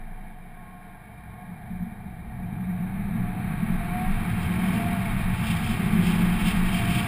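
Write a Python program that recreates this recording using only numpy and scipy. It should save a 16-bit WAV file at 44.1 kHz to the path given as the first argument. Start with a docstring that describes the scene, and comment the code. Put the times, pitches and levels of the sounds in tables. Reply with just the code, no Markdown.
"""A V8 engine burbles at idle, then pulls twice with an upshift between: firing pulses and crank orders.
Road noise booms and thuds through resonant body panels, over bumps, with passing swells of road noise.
Pumps, alternator, gearbox and driveline add tones; the engine bay whirrs and air rushes by as noise.
A microphone in a closed case on the car hears it: the case rings at fixed pitches, and uneven
sampling mirrors the sound as a faint sizzle in the treble."""
import sys
import numpy as np
from scipy.fft import rfft, irfft, next_fast_len
from scipy.io import wavfile
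from scipy.ndimage import uniform_filter1d, map_coordinates

SR = 44100
rng = np.random.default_rng(int(sys.argv[2]) if len(sys.argv) > 2 else 0)


def to_wav(s):
    """Save 16-bit WAV."""
    ch = np.atleast_2d(s).T  # columns
    pcm = np.round(np.clip(ch, -1, 1) * 32767)  # PCM
    wavfile.write(sys.argv[1], SR, pcm.astype(np.int16))


N = 311787

# Crankshaft through idle, pull-away, upshift and second pull. Each row: time in s, speed in turns per s.
CRANK_SPEED = [(0, 13.1), (0.5, 12.48), (0.95, 12.2), (1.5, 12.48), (2.7, 12.35), (3, 13.35), (4, 18.95),
               (4.35, 21.3), (4.6, 22.8), (4.88, 24.25), (5.2, 23.1), (5.46, 22), (5.53, 21.4), (5.6, 19.9),
               (5.68, 18.55), (5.8, 19.95), (5.95, 21), (6.2, 22), (6.35, 21.9), (6.5, 22.8), (6.7, 23.45),
               (6.92, 24.15), (7.07, 24.3)]
# How hard the engine works. Each row: time in s, effort in dB relative to idle.
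EFFORT = [(0, 1.5), (0.28, -1.5), (0.4, -6), (0.55, -3), (1.15, 0), (1.7, 7), (2.25, 2.5), (2.5, 11.5),
          (3.0, 14.5), (3.4, 17), (4.35, 15.5), (4.7, 26), (5.05, 16.5), (5.65, 19), (6.25, 23), (7.07, 15)]
# Road speed: the car creeps, then gathers way. Each row: time in s, speed in m/s.
ROAD_SPEED = [(0, 0.59), (1, 0.21), (2.1, 1.37), (3, 4.27), (4, 7.4), (4.75, 8.62), (5.3, 8.28),
              (6.2, 9.64), (7.07, 9.7)]
IDLE_TURNS_PER_S, CRUISE_M_PER_S = 12.4, 10  # reference speeds of the level laws

# Exhaust strength of the eight cylinders in firing order. Each entry: relative level in dB.
CYLINDER_DB = [-19, -41, -4.5, -4.5, -12, 1, -1.5, -0.5]
# Resonances of the body panels. Each row: frequency in Hz, width in Hz, peak gain in dB.
BODY_MODES = [(81.5, 23, 5), (121.4, 11.3, 7), (179.4, 18.8, 17.5), (218.2, 25, 11)]
# Resonances of the microphone's case. Each row: frequency in Hz, width in Hz, peak gain in dB.
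CASE_MODES = [(451, 19, 3.5), (691.8, 12, 9), (730.6, 37.4, 15), (852, 72, 10), (1098, 44, 6),
              (1622, 21, 5), (1870, 23, 6), (2217, 62, 7.5), (2376, 88, 6), (3100, 87, 10), (3508, 53, 9),
              (3758, 55, 11.5)]

# Spectra ahead of any resonances. Each row: frequency in Hz, relative level in dB per Hz.
EXHAUST_SPECTRUM = [(30, -40), (70, -24), (110, 4.5), (200, 0.5), (260, -8), (400, -16), (560, -47),
                    (1200, -81)]
BOOM_SPECTRUM = [(70, -44), (130, -4.5), (170, 3), (225, 4.5), (252, -21.5), (400, -42), (800, -91)]
SWAY_SPECTRUM = [(8, -25), (18, -2), (25, 13.5), (33, -4.5), (42, 4.5), (80, -95)]
RUMBLE_SPECTRUM = [(25, -28), (38, -1), (50, 47), (68, 42.5), (80, 37), (120, -89)]
DRONE_SPECTRUM = [(55, -27), (74, -6), (90, 2), (135, 0), (190, -26.5), (300, -28.5), (800, -91)]
GROWL_SPECTRUM = [(150, -34), (260, 3.5), (320, 2), (370, -3), (430, -8.5), (520, -12.5), (620, -29),
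                  (1200, -88)]
WHIRR_SPECTRUM = [(120, -8), (300, -8), (450, 3.5), (580, -7), (660, 3), (750, 2), (1000, -0.5), (1300, -3),
                  (1700, 5), (2050, -1), (2380, 0.5), (2650, -27), (4000, -17), (6000, -51.5)]
PUMP_SPECTRUM = [(400, -29), (590, -21.5), (690, 2), (730, 4.5), (790, 2), (850, -1), (900, -4.5),
                 (1650, 1.5), (2100, -4.5), (2350, -3), (2700, -37)]
RUSH_SPECTRUM = [(400, -10), (700, -10), (1150, 6), (2000, 4), (2600, 2), (3000, -12), (4200, -13),
                 (6200, -51)]
HISS_SPECTRUM = [(1200, -22), (2200, 0), (2750, 11.5), (2950, -0.5), (3250, 5.5), (3700, -8), (4300, -9),
                 (5200, -5), (6100, -48), (7500, -9), (9500, -25)]

# Clean hum of the engine. Each row: multiple of crank speed, relative level in dB.
HUM_ORDERS = [(5, -9), (7, -8), (7.5, -14), (8, -5), (9, -9), (10, -7), (12, -12)]
HUM_TOP_HZ = 246
# Roar under open throttle. 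Each row: multiple of crank speed, relative level in dB.
ROAR_ORDERS = [(9, -1), (10, -10), (11, -15), (12, -14), (13, -18), (14, -23), (16, -22), (17, -26),
               (18, -26), (19, -28)]
# The roar in the two pulls. Each row: time in s, roar gain in dB.
ROAR_LEVEL = [(2.4, -65), (3.3, -36.5), (4.3, -34.5), (4.78, -26), (4.92, -32), (5.1, -42), (5.6, -41.5),
              (6.2, -30.5), (6.6, -33), (7.07, -41)]

# Engine laws. Each row: dB at idle and zero effort, dB per tenfold crank speed, dB per dB of effort.
HUM_LAW = (-5, 10.4, 0.25)  # relative to the exhaust
WHIRR_LAW = (-50.5, 13.9, 0.29)
WHINE_LAW = (-58, 38.7, 0.24)
ALTERNATOR_LAW = (-73, 58, 0.15)
ALTERNATOR_PER_TURN = 82.7  # cycles per crank turn

# Road-speed laws. Each row: level in dB at cruising speed, dB per tenfold speed.
BOOM_LAW = (-31, 14.5)
RUMBLE_LAW = (-40.5, 15)
DRONE_LAW = (-35, 17.4)
GROWL_LAW = (-41.5, 28.3)
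SWAY_LAW = (-39.5, 10)
RUSH_LAW = (-35.5, 38.8)
HISS_LAW = (-43, 94.5)

# Driveline taking up the car's weight. Each row: time in s, pitch in Hz, hum gain in dB.
DRIVELINE = [(0.7, 59.2, -69), (1.05, 61.9, -51), (1.3, 64.3, -41), (1.5, 69.6, -57), (1.75, 73.4, -37),
             (2.2, 75.6, -69)]
# Tones of the driveline. Each row: multiple of its pitch, relative level in dB.
DRIVELINE_TONES = [(1, -3.5), (1.65, -9)]
# Gearbox groan after the upshift. Each row: frequency in Hz at its middle, level in dB.
GROAN_TONES = [(206, -28.5), (335, -46), (374, -41)]
GROAN_MIDDLE_S, GROAN_HALF_S, GROAN_SAG_PER_S = 6.02, 0.3, 0.1

# Cracks and dips in the asphalt. Each row: time in s, panel thud in dB, extra for the upper panel in dB,
# jolt of the mount in dB.
BUMPS = [(1.499, -31, 0, -52), (1.559, -36, 5, -57), (1.715, -29.5, 10, -41), (1.826, -24, 8, -45),
         (1.874, -40, 25, -62), (2.063, -29, 2, -54), (2.439, -23, -1, -44), (2.536, -24, 4, -55),
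         (2.805, -21, -5, -52), (2.981, -29, 1, -35), (3.124, -26, 4, -47), (3.162, -23.5, 15.5, -28.5),
         (3.21, -19, 5, -47), (3.509, -21.5, -2, -45), (3.635, -17.5, 9.5, -38), (3.714, -19, 9.5, -27),
         (3.932, -23, -4, -35), (4.107, -23, 2, -24), (4.216, -21.5, -5, -45), (4.563, -24, 5, -51),
         (4.777, -23, 14, -55), (5.172, -19.5, -7, -25), (5.27, -25, -6, -45), (5.507, -19.5, 0, -38),
         (5.714, -22.5, 14, -35), (5.94, -17, 10, -31), (5.988, -15, 2, -40), (6.087, -18, 3, -34),
         (6.241, -15, 3, -36), (6.299, -15, 0, -27), (6.48, -13.5, 2, -28), (6.575, -14.5, -7, -22.5),
         (6.744, -19, -7, -45), (6.903, -19, 2, -45)]
BUMP_RISE_S, JOLT_RISE_S, JOLT_FALL_S = 0.027, 0.11, 0.14
THUD_DAMPING = 0.58  # factor on the panels' decay rate; below 1 the thuds ring longer and softer
# Passing changes of road noise. Each row: middle in s, half length in s, change of rumble in dB,
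# change of drone in dB, change of growl in dB.
ROAD_SWELLS = [(2.25, 0.23, 10.5, 5.5, 4.5), (2.547, 0.12, -1, 6.5, 2), (3.216, 0.3, -3, 4.5, 2),
               (4.38, 0.18, 0, 8, -0.5), (4.755, 0.17, -5, 3, -2), (5.355, 0.4, 0, 6.5, -4),
               (6.02, 0.35, -2, 3.5, 4), (6.935, 0.19, -3, 9, 1)]
SHIVER_DB, SHIVER_END_S, SHIVER_FADE_DB_PER_S, MOUNT_HZ = -35.5, 0.14, 19, 24.8

# Whine of a belt-driven pump, third harmonic upward. Each entry: relative level in dB.
WHINE_HARMONIC_DB = [0, -1, -4, -5, -7, -4, -3, 0, -11, -4, -9, -3]
VANES_PER_TURN = 9.65
# Swells and dips of the whine. Each row: middle in s, half length in s, change in dB.
WHINE_SWELLS = [(2.2, 0.22, -5), (2.9, 0.13, 4), (3.28, 0.1, 3), (3.98, 0.16, 5.5), (4.4, 0.22, -3),
                (4.95, 0.22, 2.5), (5.47, 0.06, 2), (5.8, 0.2, -4), (6.24, 0.1, 4), (6.5, 0.12, -2),
                (6.98, 0.12, 2)]

# Moan of the steering pump. 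Each row: harmonic, relative level in dB.
MOAN_HARMONICS = [(1, 11), (4, 3), (6, -1.5), (7, -18), (8, -7.5), (9, -2)]
MOAN_PER_TURN = 14.6  # cycles per crank turn
# The steering stroke. Each row: time in s, moan gain in dB.
MOAN_LEVEL = [(0.35, -72), (0.6, -48), (0.95, -48), (1.15, -55), (1.45, -49), (1.65, -64), (2.6, -88)]
# The pump's lowest tone in the panels. Each row: time in s, boom gain in dB.
STEERING_BOOM = [(1.15, -60), (1.45, -44), (1.7, -42), (1.82, -33), (1.96, -48), (2.08, -41), (2.35, -44),
                 (2.5, -32), (2.95, -30.5), (3.2, -33), (3.5, -70), (4, -110)]

# Gusts over the case. Each row: middle in s, half length in s, extra hiss in dB.
GUSTS = [(4.43, 0.03, 5), (4.732, 0.14, 4), (5.39, 0.05, 5), (5.485, 0.045, 13), (5.57, 0.05, 6),
         (5.69, 0.08, 8), (6.085, 0.055, 9), (6.48, 0.061, 10), (6.76, 0.07, 8), (6.96, 0.08, 11)]

IMAGE_HZ, TOP_HZ = 12000, 15350  # mirror frequency and upper band limit


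def amp(db):
    """Decibel definition: twenty decibels make a tenfold amplitude."""
    return 10 ** (np.asarray(db) / 20)


def unit(x):
    """Normalization of power: scale to rms 1."""
    return x / np.sqrt(np.mean(x ** 2) + 1e-20)


def curves(rows):
    """Linear interpolation: one value per sample for each column after the time."""
    seconds, *columns = np.transpose(rows)
    return [np.interp(np.arange(N) / SR, seconds, column) for column in columns]


def wobble(rate):
    """Band-limited fluctuation: a smooth random curve with rate knots a second."""
    knots = rng.standard_normal(int(N * rate / SR) + 4)
    return map_coordinates(knots, [np.arange(N) * rate / SR])


def swell(middle, half_length, db):
    """Gaussian envelope: a bell-shaped change of level in dB."""
    return db * np.exp(-((np.arange(N) / SR - middle) / half_length) ** 2)


def noise():
    """White noise: equal mean power at every frequency."""
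    return rng.standard_normal(N)


def filtered(x, response):
    """Linear filtering: multiply the spectrum by a response of frequency."""
    size = next_fast_len(N + SR // 2)
    freqs = np.fft.rfftfreq(size, 1 / SR)
    return irfft(rfft(x, size) * response(freqs), size)[:N]


def ringing(modes, f):
    """Modal resonance: a wall passes sound best at its damped natural frequencies."""
    return 1 + sum((amp(db) - 1) * 1j * f * width / (hz * hz - f * f + 1j * f * width)
                   for hz, width, db in modes)


def shaped(x, spectrum, modes=()):
    """Source-filter principle: colour x by a spectrum and by resonances, at rms 1."""
    hz, db = np.transpose(spectrum)

    def response(f):
        source = amp(np.interp(np.log(f + 1), np.log(hz), db))
        return source * ringing(modes, f)

    return unit(filtered(x, response))


def steadied(x, seconds):
    """Envelope normalization: divide by the running rms to even out slow swells."""
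    power = np.abs(uniform_filter1d(x * x, int(seconds * SR)))
    return x / np.sqrt(power + 1e-6)


def orders(angle, table, waver_db):
    """Rotational orders: sines on multiples of a turning angle, each wavering in level."""
    return sum(amp(db + waver_db * wobble(5)) * np.sin(2 * np.pi * (k * angle + rng.random()))
               for k, db in table)


def by_engine(law):
    """Power law of rotation: dB follow the logarithm of crank speed, plus a share of the effort."""
    idle_db, slope_db, effort_share = law
    speed, = curves(CRANK_SPEED)
    effort_db, = curves(EFFORT)
    return idle_db + slope_db * np.log10(speed / IDLE_TURNS_PER_S) + effort_share * effort_db


def by_speed(law):
    """Power law of travel: dB follow the logarithm of road speed."""
    cruise_db, slope_db = law
    speed, = curves(ROAD_SPEED)
    return cruise_db + slope_db * np.log10(np.maximum(speed, 1e-2) / CRUISE_M_PER_S)


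def exhaust(turns, scatter_db):
    """Periodic impulse excitation: four firings a turn, whose unequal strengths give the V8 its burble."""
    firings = np.flatnonzero(np.diff(np.floor(4 * turns)))
    scatter = scatter_db * rng.standard_normal(len(firings))
    pulses = np.zeros(N)
    pulses[firings] = amp(np.resize(CYLINDER_DB, len(firings)) + scatter)
    return shaped(pulses, EXHAUST_SPECTRUM, BODY_MODES)


def engine_hum(turns):
    """Forced vibration: crank orders drive the body panels, with the high ones cut off."""
    tones = orders(turns, HUM_ORDERS, waver_db=2.5)
    return unit(filtered(tones, lambda f: ringing(BODY_MODES, f) / (1 + (f / HUM_TOP_HZ) ** 8)))


def engine(turns):
    """Superposition: exhaust pulses and a hum that firms up with the revs share one steadied level."""
    effort_db, = curves(EFFORT)
    mixture = exhaust(turns, scatter_db=3.0) + amp(by_engine(HUM_LAW)) * engine_hum(turns)
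    return amp(effort_db - 49.5) * steadied(mixture, seconds=0.043)


def roar(turns):
    """Order spectrum: at open throttle the higher crank orders stand out as a rough chord."""
    roar_db, = curves(ROAR_LEVEL)
    return amp(roar_db) * orders(turns + 0.0023 * wobble(22), ROAR_ORDERS, waver_db=2.0)


def road_boom():
    """Random excitation of modes: noise from the road booms in the body panels."""
    boom = steadied(shaped(noise(), BOOM_SPECTRUM, BODY_MODES), seconds=0.032)
    return amp(by_speed(BOOM_LAW)) * boom


def thuds():
    """Slowed decay of modes: each bump rings the panels, and narrower resonances last longer."""
    hz, width, db = np.transpose(BODY_MODES)[:, :, None]
    age = np.arange(SR // 4) / SR - BUMP_RISE_S
    rise = np.clip(1 + age / BUMP_RISE_S, 0, 1)
    envelope = rise * np.exp(-THUD_DAMPING * np.pi * width * np.maximum(age, 0))
    shares = amp(db) ** 2 / np.sum(amp(db) ** 2)
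    is_upper = hz == hz.max()
    out = np.zeros(N + SR)
    for s, thud_db, upper_db, _ in BUMPS:
        sizes = shares * amp(thud_db + upper_db * is_upper + rng.standard_normal(hz.shape))
        ring = sizes * envelope * np.sin(2 * np.pi * (hz * age + rng.random(hz.shape)))
        start = round((s - BUMP_RISE_S) * SR)
        out[start:start + len(age)] += ring.sum(0)
    return out[:N]


def jolts():
    """Incoherent addition: each blow to the mount rises and dies away, and their powers add."""
    t = np.arange(N) / SR

    def shape(age):
        rise = np.clip(1 + age / JOLT_RISE_S, 0, 1)
        return rise * np.exp(-np.maximum(age, 0) / JOLT_FALL_S)

    return np.sqrt(sum((amp(db) * shape(t - s)) ** 2 for s, *_, db in BUMPS))


def mount():
    """Oscillation of a sprung mass: an even shiver fades out; ragged sway grows with speed and bumps."""
    fade_db = SHIVER_FADE_DB_PER_S * np.maximum(np.arange(N) / SR - SHIVER_END_S, 0)
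    cycles = np.cumsum(MOUNT_HZ + 0.21 * wobble(10.0)) / SR
    shiver = np.sqrt(2) * np.sin(2 * np.pi * cycles)  # rms 1
    sway = steadied(shaped(noise(), SWAY_SPECTRUM), seconds=0.27)
    return amp(SHIVER_DB - fade_db) * shiver + np.hypot(amp(by_speed(SWAY_LAW)), jolts()) * sway


def road():
    """Rolling noise: rumble, drone and growl rise with speed, and swell or ease in passing."""
    rumble_db, drone_db, growl_db = sum(swell(middle, half, np.array(changes)[:, None])
                                        for middle, half, *changes in ROAD_SWELLS)
    drone_floor_db, growl_floor_db = -56, -61  # steady parts, independent of speed
    rumble_gain = amp(by_speed(RUMBLE_LAW) + rumble_db)
    drone_gain = np.hypot(amp(by_speed(DRONE_LAW) + drone_db), amp(drone_floor_db))
    growl_gain = np.hypot(amp(by_speed(GROWL_LAW) + growl_db), amp(growl_floor_db))
    rumble = rumble_gain * steadied(shaped(noise(), RUMBLE_SPECTRUM), seconds=0.12)
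    drone = drone_gain * steadied(shaped(noise(), DRONE_SPECTRUM, BODY_MODES), seconds=0.13)
    growl = growl_gain * shaped(noise(), GROWL_SPECTRUM, CASE_MODES)
    return rumble + drone + growl


def transmission():
    """Frequency modulation: the driveline hum climbs at pull-away; the gearbox groan sinks after the shift."""
    hz, hum_db = curves(DRIVELINE)
    hum = amp(hum_db) * orders(np.cumsum(hz) / SR, DRIVELINE_TONES, waver_db=2.0)
    t = np.arange(N) / SR - GROAN_MIDDLE_S
    clock = np.cumsum(1 - GROAN_SAG_PER_S * t) / SR  # a slowing clock lowers every pitch
    groan = sum(amp(db + 1.5 * wobble(25)) * np.sin(2 * np.pi * (pitch * clock + 0.16 * wobble(30)))
                for pitch, db in GROAN_TONES)
    return hum + np.exp(-(t / GROAN_HALF_S) ** 4) * groan


def whirr(turns):
    """Amplitude modulation: fan and valve noise pulses lightly at the firing rate."""
    firing = np.cos(2 * np.pi * 4 * turns)
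    pulsing = noise() * (1 + 0.044 * firing)
    return amp(by_engine(WHIRR_LAW)) * shaped(pulsing, WHIRR_SPECTRUM, CASE_MODES)


def pump_whine(turns):
    """Swept excitation of resonances: the whine flares where its harmonics cross the case's modes."""
    # the belt runs a little unevenly, which blurs the higher tones most
    vanes = VANES_PER_TURN * turns + 0.0017 * wobble(25) + 0.002 * wobble(70)
    harmonics = orders(vanes, enumerate(WHINE_HARMONIC_DB, start=3), waver_db=1.5)
    whine_db = by_engine(WHINE_LAW) + sum(swell(*row) for row in WHINE_SWELLS)
    return amp(whine_db) * shaped(harmonics, PUMP_SPECTRUM, CASE_MODES)


def alternator(turns):
    """Locked rotation: a thin tone climbs with the revs and gains level steeply with them."""
    tone = orders(turns + 0.0011 * wobble(25), [(ALTERNATOR_PER_TURN, 0)], waver_db=2.5)
    return amp(by_engine(ALTERNATOR_LAW)) * tone


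def steering(turns):
    """Harmonic series of a pump: it moans as the wheel is turned; its lowest tone booms in the panels."""
    moan_db, = curves(MOAN_LEVEL)
    boom_db, = curves(STEERING_BOOM)
    vanes = MOAN_PER_TURN * turns + 0.0054 * wobble(25)
    moan = unit(orders(vanes, MOAN_HARMONICS, waver_db=4.0))
    boom = amp(boom_db + 3 * wobble(30)) * np.sin(2 * np.pi * (vanes + 0.08 * wobble(30)))
    return amp(moan_db) * moan + boom


def air():
    """Turbulent flow noise: a low rush, and a hiss that grows faster with speed and flares in gusts."""
    gust_db = sum(swell(*gust) for gust in GUSTS)
    rush_gain = amp(by_speed(RUSH_LAW) + 0.054 * gust_db)
    flow_gain = amp(by_speed(HISS_LAW) + gust_db + 1.57 * wobble(90))
    still_air_db = -70
    rush = rush_gain * shaped(noise(), RUSH_SPECTRUM, CASE_MODES)
    hiss = np.hypot(flow_gain, amp(still_air_db)) * shaped(noise(), HISS_SPECTRUM, CASE_MODES)
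    return rush + hiss


def scene():
    """Superposition: the pressures of all sources add at one microphone."""
    turns = np.cumsum(curves(CRANK_SPEED)[0]) / SR
    power_train = engine(turns) + roar(turns) + transmission()
    road_sounds = road_boom() + thuds() + mount() + road()
    machinery = whirr(turns) + pump_whine(turns) + alternator(turns) + steering(turns)
    return (power_train + road_sounds + machinery + air())[None]


def record(dry):
    """Sampling jitter: a periodic timing error mirrors the sound's slope about one high frequency."""
    x = dry[0]
    slope = np.diff(x, prepend=x[0])
    image = slope * np.cos(2 * np.pi * IMAGE_HZ * np.arange(N) / SR)
    tilted = filtered(image, lambda f: amp(np.interp(f, [8000, 12000, 15000], [4, 3, 0])))
    return filtered(x + tilted, lambda f: f < TOP_HZ)[None]


dry = scene()
out = record(dry)
to_wav(out)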